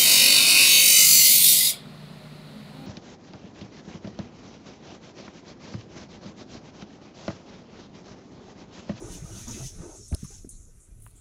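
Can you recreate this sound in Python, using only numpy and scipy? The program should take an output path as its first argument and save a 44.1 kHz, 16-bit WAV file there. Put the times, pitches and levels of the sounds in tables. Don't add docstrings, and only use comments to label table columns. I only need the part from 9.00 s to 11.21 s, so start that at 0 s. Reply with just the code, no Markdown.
import sys
import numpy as np
from scipy import signal
from scipy.io import wavfile
from scipy.ndimage import uniform_filter1d

SR = 44100
rng = np.random.default_rng(int(sys.argv[2]) if len(sys.argv) > 2 else 0)


def rack_gain(trim_db):
    fader = np.asarray(trim_db, float)
    return 10 ** (fader / 20)


def master_out(mix):
    frames = np.transpose(np.atleast_2d(mix))
    ceiling = np.clip(frames, -1, 1)
    pcm = np.round(ceiling * 32767).astype(np.int16)
    wavfile.write(sys.argv[1], SR, pcm)


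N = 97284


def svf(x, hz, width_hz):
    b, a = signal.iirpeak(min(hz, .45 * SR), max(hz / width_hz, .3), fs=SR)
    return signal.lfilter(b, a, x)


def svf_twice(x, hz, width_1_hz, width_2_hz):
    return svf(svf(x, hz, width_1_hz), hz, width_2_hz)


def band_pass(x, order, hz, ratio):
    sos = signal.butter(order, [hz / ratio, hz * ratio], "band", fs=SR, output="sos")
    return signal.sosfilt(sos, x)


def unit(x):
    return x / np.sqrt(np.mean(x ** 2) + 1e-20)


def noise(size=N):
    return rng.standard_normal(size)


def seconds(size):
    return np.arange(size) / SR


def decay(t, t60_s):
    return np.exp(-np.log(1000) * t / t60_s)


def walk(rate_hz):
    hold = int(SR / rate_hz / 64) + 1
    steps = np.repeat(rng.standard_normal(400), hold)
    steps = uniform_filter1d(uniform_filter1d(steps, hold), hold)
    return 1.31 * np.interp(np.arange(N) / 64, np.arange(len(steps)), steps)


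def col(table, index):
    rows = np.array(table, float)
    return np.interp(seconds(N), rows[:, 0], rows[:, index])


def gate(length_s, rise, fall):
    u = seconds(SR // 4) / length_s
    ramp = np.minimum(u / rise, (1 - u) / fall)
    return np.sin(np.pi / 2 * np.clip(ramp, 0, 1)) ** 2


def add(out, start_s, x):
    i = int(start_s * SR)
    out[i:i + len(x)] += x[:N - i]


def body(table, flicker_db, rate_hz):
    streak_q, streak_share, streak_full_hz = 45, .55, 2000
    out = 0
    for hz, width_hz, level_db in table:
        push = noise()
        spread = np.linspace(-.6, .6, num=10) + rng.uniform(-0.06, 0.058, size=10)
        streaks = 0
        for mode_hz in hz + width_hz * spread:
            flare = np.clip(walk(30) - .5, 0, 1)
            mode = svf_twice(push, mode_hz, mode_hz / streak_q, 2 * mode_hz / streak_q)
            streaks = streaks + flare * mode / np.sqrt(mode_hz)
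        broad = unit(svf_twice(push[::-1], hz, 1.42 * width_hz, 1.42 * width_hz))
        share = streak_share * min(hz / streak_full_hz, 1)
        out = out + rack_gain(level_db + flicker_db * walk(rate_hz)) * (broad + share * unit(streaks))
    return unit(out)


def shaft_rumble():
    # hz, density_db (per Hz)
    spectrum = [(12, -30), (20, -2), (97, -11), (452, -41), (597, -59), (800, -70), (1040, -82),
                (1760, -120)]
    # start_s, level_db
    shaft_curve = [(0, -45.5), (.7, -45), (.94, -48.5), (.96, -54), (.995, -62), (1.02, -47.5),
                   (1.08, -49.5), (1.3, -48.5), (1.38, -47.5), (1.5, -47.5), (1.63, -47.5), (1.7, -52),
                   (1.8, -51.5), (1.825, -59.5), (1.865, -62), (1.89, -48.5), (2.05, -49.5), (2.2, -54.5)]
    curve_hz, curve_db = np.array(spectrum).T
    out = 0
    for hz in 700 * 2 ** (-np.arange(11) / 2):
        density_db = np.interp(np.log(hz), np.log(curve_hz), curve_db)
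        band_db = density_db + 10 * np.log10(hz) + 0.5 * walk(9.7)
        out = out + rack_gain(band_db) * unit(svf_twice(noise(), hz, hz / 2, hz / 2))
    return rack_gain(col(shaft_curve, index=1)) * unit(out)


def ceiling_fan():
    # hz, width_hz, level_db
    fan_modes = [(1310, 490, -19), (2220, 752, -1), (4000, 940, -4), (7200, 1200, 14), (9740, 2500, 19.5),
                 (13500, 1500, -35)]
    return rack_gain(-64.5) * body(fan_modes, 2.2, 36)


def whine():
    return rack_gain(-71) * unit(svf(noise(), 10002, 25))


def rubs():
    # start_s, length_s, level_db, centre_hz, hiss_share
    rub_events = [(.1, 0.12, -58, 9600, 1.4), (0.625, 0.14, -50, 5930, 0.98), (0.955, 0.07, -54, 7400, 1.5),
                  (1.239, 0.03, -52, 9800, 1.5), (1.236, .028, -63, 13200, 2),
                  (1.248, 0.028, -59, 6500, 1.5), (1.488, 0.072, -52.5, 9200, 2.4),
                  (1.49, .045, -68, 12300, 1.5), (0.507, 0.046, -48, 5860, 1.5),
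                  (1.489, 0.29, -60, 6880, 2.5), (1.269, 0.21, -56.5, 6800, 2.5),
                  (1.52, 0.24, -66.5, 9300, 2.5), (1.799, 0.11, -64, 7200, 2.5),
                  (1.797, .12, -62.5, 9000, 2.5), (1.995, 0.24, -63, 10000, 1.1),
                  (2.014, 0.13, -67, 13500, .8), (2.15, 0.12, -63, 7800, 2.9),
                  (1.077, 0.11, -56.5, 9000, 0.88)]
    grains_per_s, spread_db = 1100, 2.2
    out, size = np.zeros(N), SR // 4
    for start_s, length_s, level_db, hz, hiss in rub_events:
        hits = rng.random(size) < grains_per_s / SR
        grains = hits * noise(size) * rack_gain(spread_db * rng.exponential(size=size))
        rub = band_pass(unit(grains) + hiss * noise(size), 3, hz, 1.12)
        rub = rub * gate(length_s, 0.053, 0.83)
        add(out, start_s, rack_gain(level_db) * unit(rub) * np.sqrt(4 * length_s))
    return out


def snaps():
    # peak_s, peak_db, pitch_hz
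    snap_events = [(1.4913, -36, 9300), (1.4932, -30.5, 9030), (1.4932, -40, 6700), (1.495, -39, 6600),
                   (1.4965, -45, 12100), (1.5, -44, 6700), (1.501, -40, 9500), (1.5035, -39, 10000),
                   (1.5062, -38, 9000), (1.5095, -40, 9500), (1.5125, -40, 9200), (1.5128, -44, 6440),
                   (1.52, -42, 10000), (.4806, -32, 6600), (.4822, -31, 6000), (.4853, -36, 6300),
                   (.51, -34, 6050), (.5138, -31, 6000), (.5205, -35, 6200), (.5302, -37, 6200),
                   (1.6528, -44, 6880), (1.804, -50, 6900), (1.247, -43, 10200), (1.25, -42, 9700),
                   (1.1195, -40, 10500), (1.131, -37, 10000), (1.1433, -37, 4100), (1.1435, -42, 10500),
                   (1.1478, -27, 10500), (1.1487, -27, 9000), (1.1487, -30, 5200), (1.1262, -40, 2350),
                   (1.448, -56, 1500)]
    rise_s, t60_s = .0003, 0.0045
    out, t = np.zeros(N), seconds(SR // 50)
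    shape = (1 - np.exp(-t / rise_s)) * decay(t, t60_s)
    shape = shape / shape.max()
    for peak_s, peak_db, hz in snap_events:
        tone = np.sin(2 * np.pi * (hz * t + rng.random()))
        add(out, peak_s - rise_s, rack_gain(peak_db) * shape * tone)
    return out


def stutter():
    # start_s, peak_db
    slips = [(2.0015, -47), (2.007, -50), (2.0215, -44), (2.025, -38.5), (2.029, -48), (2.035, -46),
             (2.039, -45), (2.042, -41), (2.045, -42), (2.059, -43), (2.0615, -46), (2.067, -50),
             (2.0725, -47), (2.0755, -43), (2.083, -49), (2.095, -52), (2.106, -49), (2.111, -47),
             (2.168, -48), (2.184, -48), (1.71, -54), (.82, -52)]
    # hz, width_hz, level_db
    case_modes = [(9700, 2100, 1), (12200, 2800, -7), (14400, 3000, -10)]
    out, t = np.zeros(N), seconds(SR // 50)
    for start_s, peak_db in slips:
        push = noise(len(t)) * np.exp(-t / 0.00043)
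        click = sum(rack_gain(db) * svf(svf(push, hz, width_hz), hz, width_hz) for hz, width_hz, db in case_modes)
        add(out, start_s, rack_gain(peak_db) * click / np.abs(click).max())
    return out


def slide():
    # start_s, level_db, brightness_db
    slide_curve = [(0, -53.5, -42), (.14, -44, -8), (.22, -53.5, -17), (.4, -44, -9.5), (.46, -46.5, -14),
                   (.53, -43.5, -10.5), (.62, -44, -12.5), (.67, -40, -12.5), (.72, -51.5, -13),
                   (.8, -51.5, -27), (1.1, -51.5, -45), (1.2, -52.5, -13.5), (1.32, -48.5, -24),
                   (1.39, -54, -12.5), (1.44, -60.5, -26), (1.6, -68, -30), (1.75, -70, -28), (2.2, -80, 9)]
    # hz, width_hz, level_db
    seal_modes = [(6260, 1150, 2.5), (9580, 1400, -6.5), (7800, 2000, -6), (3885, 874, -15)]
    # hz, width_hz, level_db
    rush_modes = [(10200, 2800, -2), (14100, 8300, -1), (3469, 2300, 2)]
    hiss = body(seal_modes, 1.28, 40.13)
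    rush = rack_gain(col(slide_curve, index=2) + 4) * body(rush_modes, 1.05, 30)
    return rack_gain(col(slide_curve, index=1)) * (hiss + rush)


def rollers():
    # start_s, level_db, brightness_db
    roll_curve = [(0, -45.5, -19), (.04, -42.5, -13.5), (.11, -44, -13), (.2, -51.5, -9), (.3, -50, -11),
                  (.45, -58, -3.5), (.49, -52, -3.5), (.62, -50, -8.5), (.68, -60, -16), (.77, -56.5, -7),
                  (.83, -44.5, -13.5), (.95, -49, -17), (1.03, -74, 0), (1.25, -68, 0), (1.31, -78, 12),
                  (1.42, -70, -8.5), (1.7, -72.5, -5.5), (2.2, -68, -8)]
    # hz, width_hz, level_db
    track_modes = [(322, 92, 5), (395.3, 87.6, -2.5), (618.4, 187, -2.5), (907, 181, -8.5)]
    # hz, width_hz, level_db
    clatter_modes = [(1249, 184, 3), (1500, 86, -1.5), (2000, 1260, 4.5), (2680, 1800, -3)]
    rolling = body(track_modes, 2.6, 45)
    clatter = rack_gain(col(roll_curve, index=2)) * body(clatter_modes, 2.5, 35)
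    return rack_gain(col(roll_curve, index=1)) * (rolling + clatter)


def trim():
    # start_s, length_s, pitch_hz, level_db
    trim_events = [(.48, 0.02, 11650, -50), (.02, .07, 325, -47), (.468, 0.051, 1200, -54.5),
                   (.5, 0.042, 480, -55), (.59, 0.078, 750, -59), (.8, 0.079, 362, -54),
                   (.89, .1, 300, -54.5), (0.71, .1, 440, -58), (.59, 0.087, 375, -58),
                   (.64, 0.037, 210, -50), (.4, .04, 136, -47.5)]
    out, size = np.zeros(N), SR // 4
    for start_s, length_s, hz, level_db in trim_events:
        pitch_hz = hz * (1 + 0.014 * walk(40)[:size])
        size_db = level_db + 2.9 * walk(50)[:size]
        ring = np.sin(2 * np.pi * np.cumsum(pitch_hz) / SR) * rack_gain(size_db)
        add(out, start_s, ring * gate(length_s, 0.24, 0.44))
    return out


def panels():
    # start_s, length_s, pitch_hz, level_db
    shudder_events = [(0.031, 0.095, 109.7, -49), (0.017, 0.071, 340, -48), (0.819, 0.105, 369, -54.5),
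                      (0.093, 0.099, 177, -47), (0.219, 0.042, 156.6, -40.5), (.27, 0.23, 110, -48),
                      (0.326, 0.091, 186, -48.5), (0.467, 0.18, 219.9, -44.5), (.48, 0.09, 114.5, -45.5),
                      (0.595, 0.099, 125.3, -39.5), (0.744, 0.12, 175.7, -50), (0.799, 0.035, 127, -44.5),
                      (0.465, 0.062, 934, -55.5), (0.538, 0.044, 2000, -60), (0.584, 0.08, 661.4, -56),
                      (0.97, 0.061, 102.3, -52.5), (.99, 0.031, 205, -58), (0.00517, .07, 550, -56),
                      (0.41, .06, 230, -57.5), (0.29, 0.17, 1390, -62), (1.11, 0.058, 620, -52.5),
                      (1.241, 0.025, 1144, -59.5), (1.297, 0.089, 810, -68.5), (1.5, 0.1, 4100, -72),
                      (1.3, 0.033, 399, -57), (1.45, 0.043, 260, -56), (.215, 0.053, 120, -46),
                      (1.12, 0.034, 850, -58.5), (1.669, 0.041, 470, -67.5), (1.946, 0.191, 111.6, -53.5),
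                      (0.961, 0.11, 372, -57.5)]
    panel_q, tone_share = 6.8, 1.6
    out, t = np.zeros(N), seconds(SR // 4)
    for start_s, length_s, hz, level_db in shudder_events:
        rough = svf_twice(noise(SR // 2), hz, hz / panel_q, 3 * hz / panel_q)
        rough = unit(rough[SR // 4:])
        cycles = hz * t * (1.03 - 0.29 * t) + rng.random()
        ring = tone_share * min(300 / hz, 1) * np.sin(2 * np.pi * cycles)
        shake = unit((rough + ring) * gate(length_s, 0.14, 0.46))
        add(out, start_s, rack_gain(level_db) * shake * np.sqrt(4 * length_s))
    return out


def ticks():
    # start_s, peak_db, centre_hz, t60_s
    tick_events = [
        (0.49, -32, 5800, 0.041),
        (0.5, -39, 11000, 0.1),
        (1.081, -34.5, 8100, 0.069),
        (1.244, -50, 2300, 0.05),
        (1.128, -44.5, 1310, 0.13),
        (1.1477, -27, 11800, 0.003),
        (1.1476, -29.5, 4640, 0.011),
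        (1.148, -36, 5600, 0.0072),
        (2.074, -57, 2100, 0.045),
        (2.0645, -47, 2300, 0.0091),
    ]
    out, t = np.zeros(N), seconds(SR // 4)
    for start_s, peak_db, hz, t60_s in tick_events:
        ring = (noise(len(t)) + 8.6 * (t == 0)) * decay(t, t60_s)
        ring = band_pass(ring, 2, hz, 1.28)
        add(out, start_s, rack_gain(peak_db) * ring / np.abs(ring).max())
    return out


def blows():
    # start_s, pitch_hz, swings, peak_db
    blow_events = [
        (1.12, 73.4, 2.44, -19.5),
        (1.1179, 226, 1.3, -29.5),
        (1.1245, 178.6, 2.23, -27),
        (1.1423, 287, 1.6, -29),
        (1.2293, 157.7, 1.37, -26),
        (1.2429, 140, 2.1, -33),
        (1.4458, 293, 1.75, -33.5),
        (1.47, 110, .8, -37),
        (2.0647, 1140, 1.56, -40),
        (2.0668, 1050, 5.8, -52),
    ]
    out, t = np.zeros(N), seconds(SR // 4)
    for start_s, hz, swings, peak_db in blow_events:
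        swing = -np.sin(2 * np.pi * hz * t) * gate(swings / hz, 0.31, 0.33)
        add(out, start_s, rack_gain(peak_db) * swing)
    return out


def scene():
    background = shaft_rumble() + ceiling_fan() + whine()
    handling = rubs() + snaps() + stutter()
    doors = slide() + rollers() + trim() + panels() + ticks() + blows()
    return (background + handling + doors)[None]


def band_limit(x):
    return signal.sosfilt(signal.butter(12, 16480, fs=SR, output="sos"), x)


def record(dry):
    knee = signal.butter(1, 11500, fs=SR, output="sos")
    top = signal.ellip(10, .2, 80, 15800, fs=SR, output="sos")
    mix = signal.sosfilt(top, signal.sosfilt(knee, dry))
    return band_limit(mix)


dry = scene()
out = record(dry)
master_out(out)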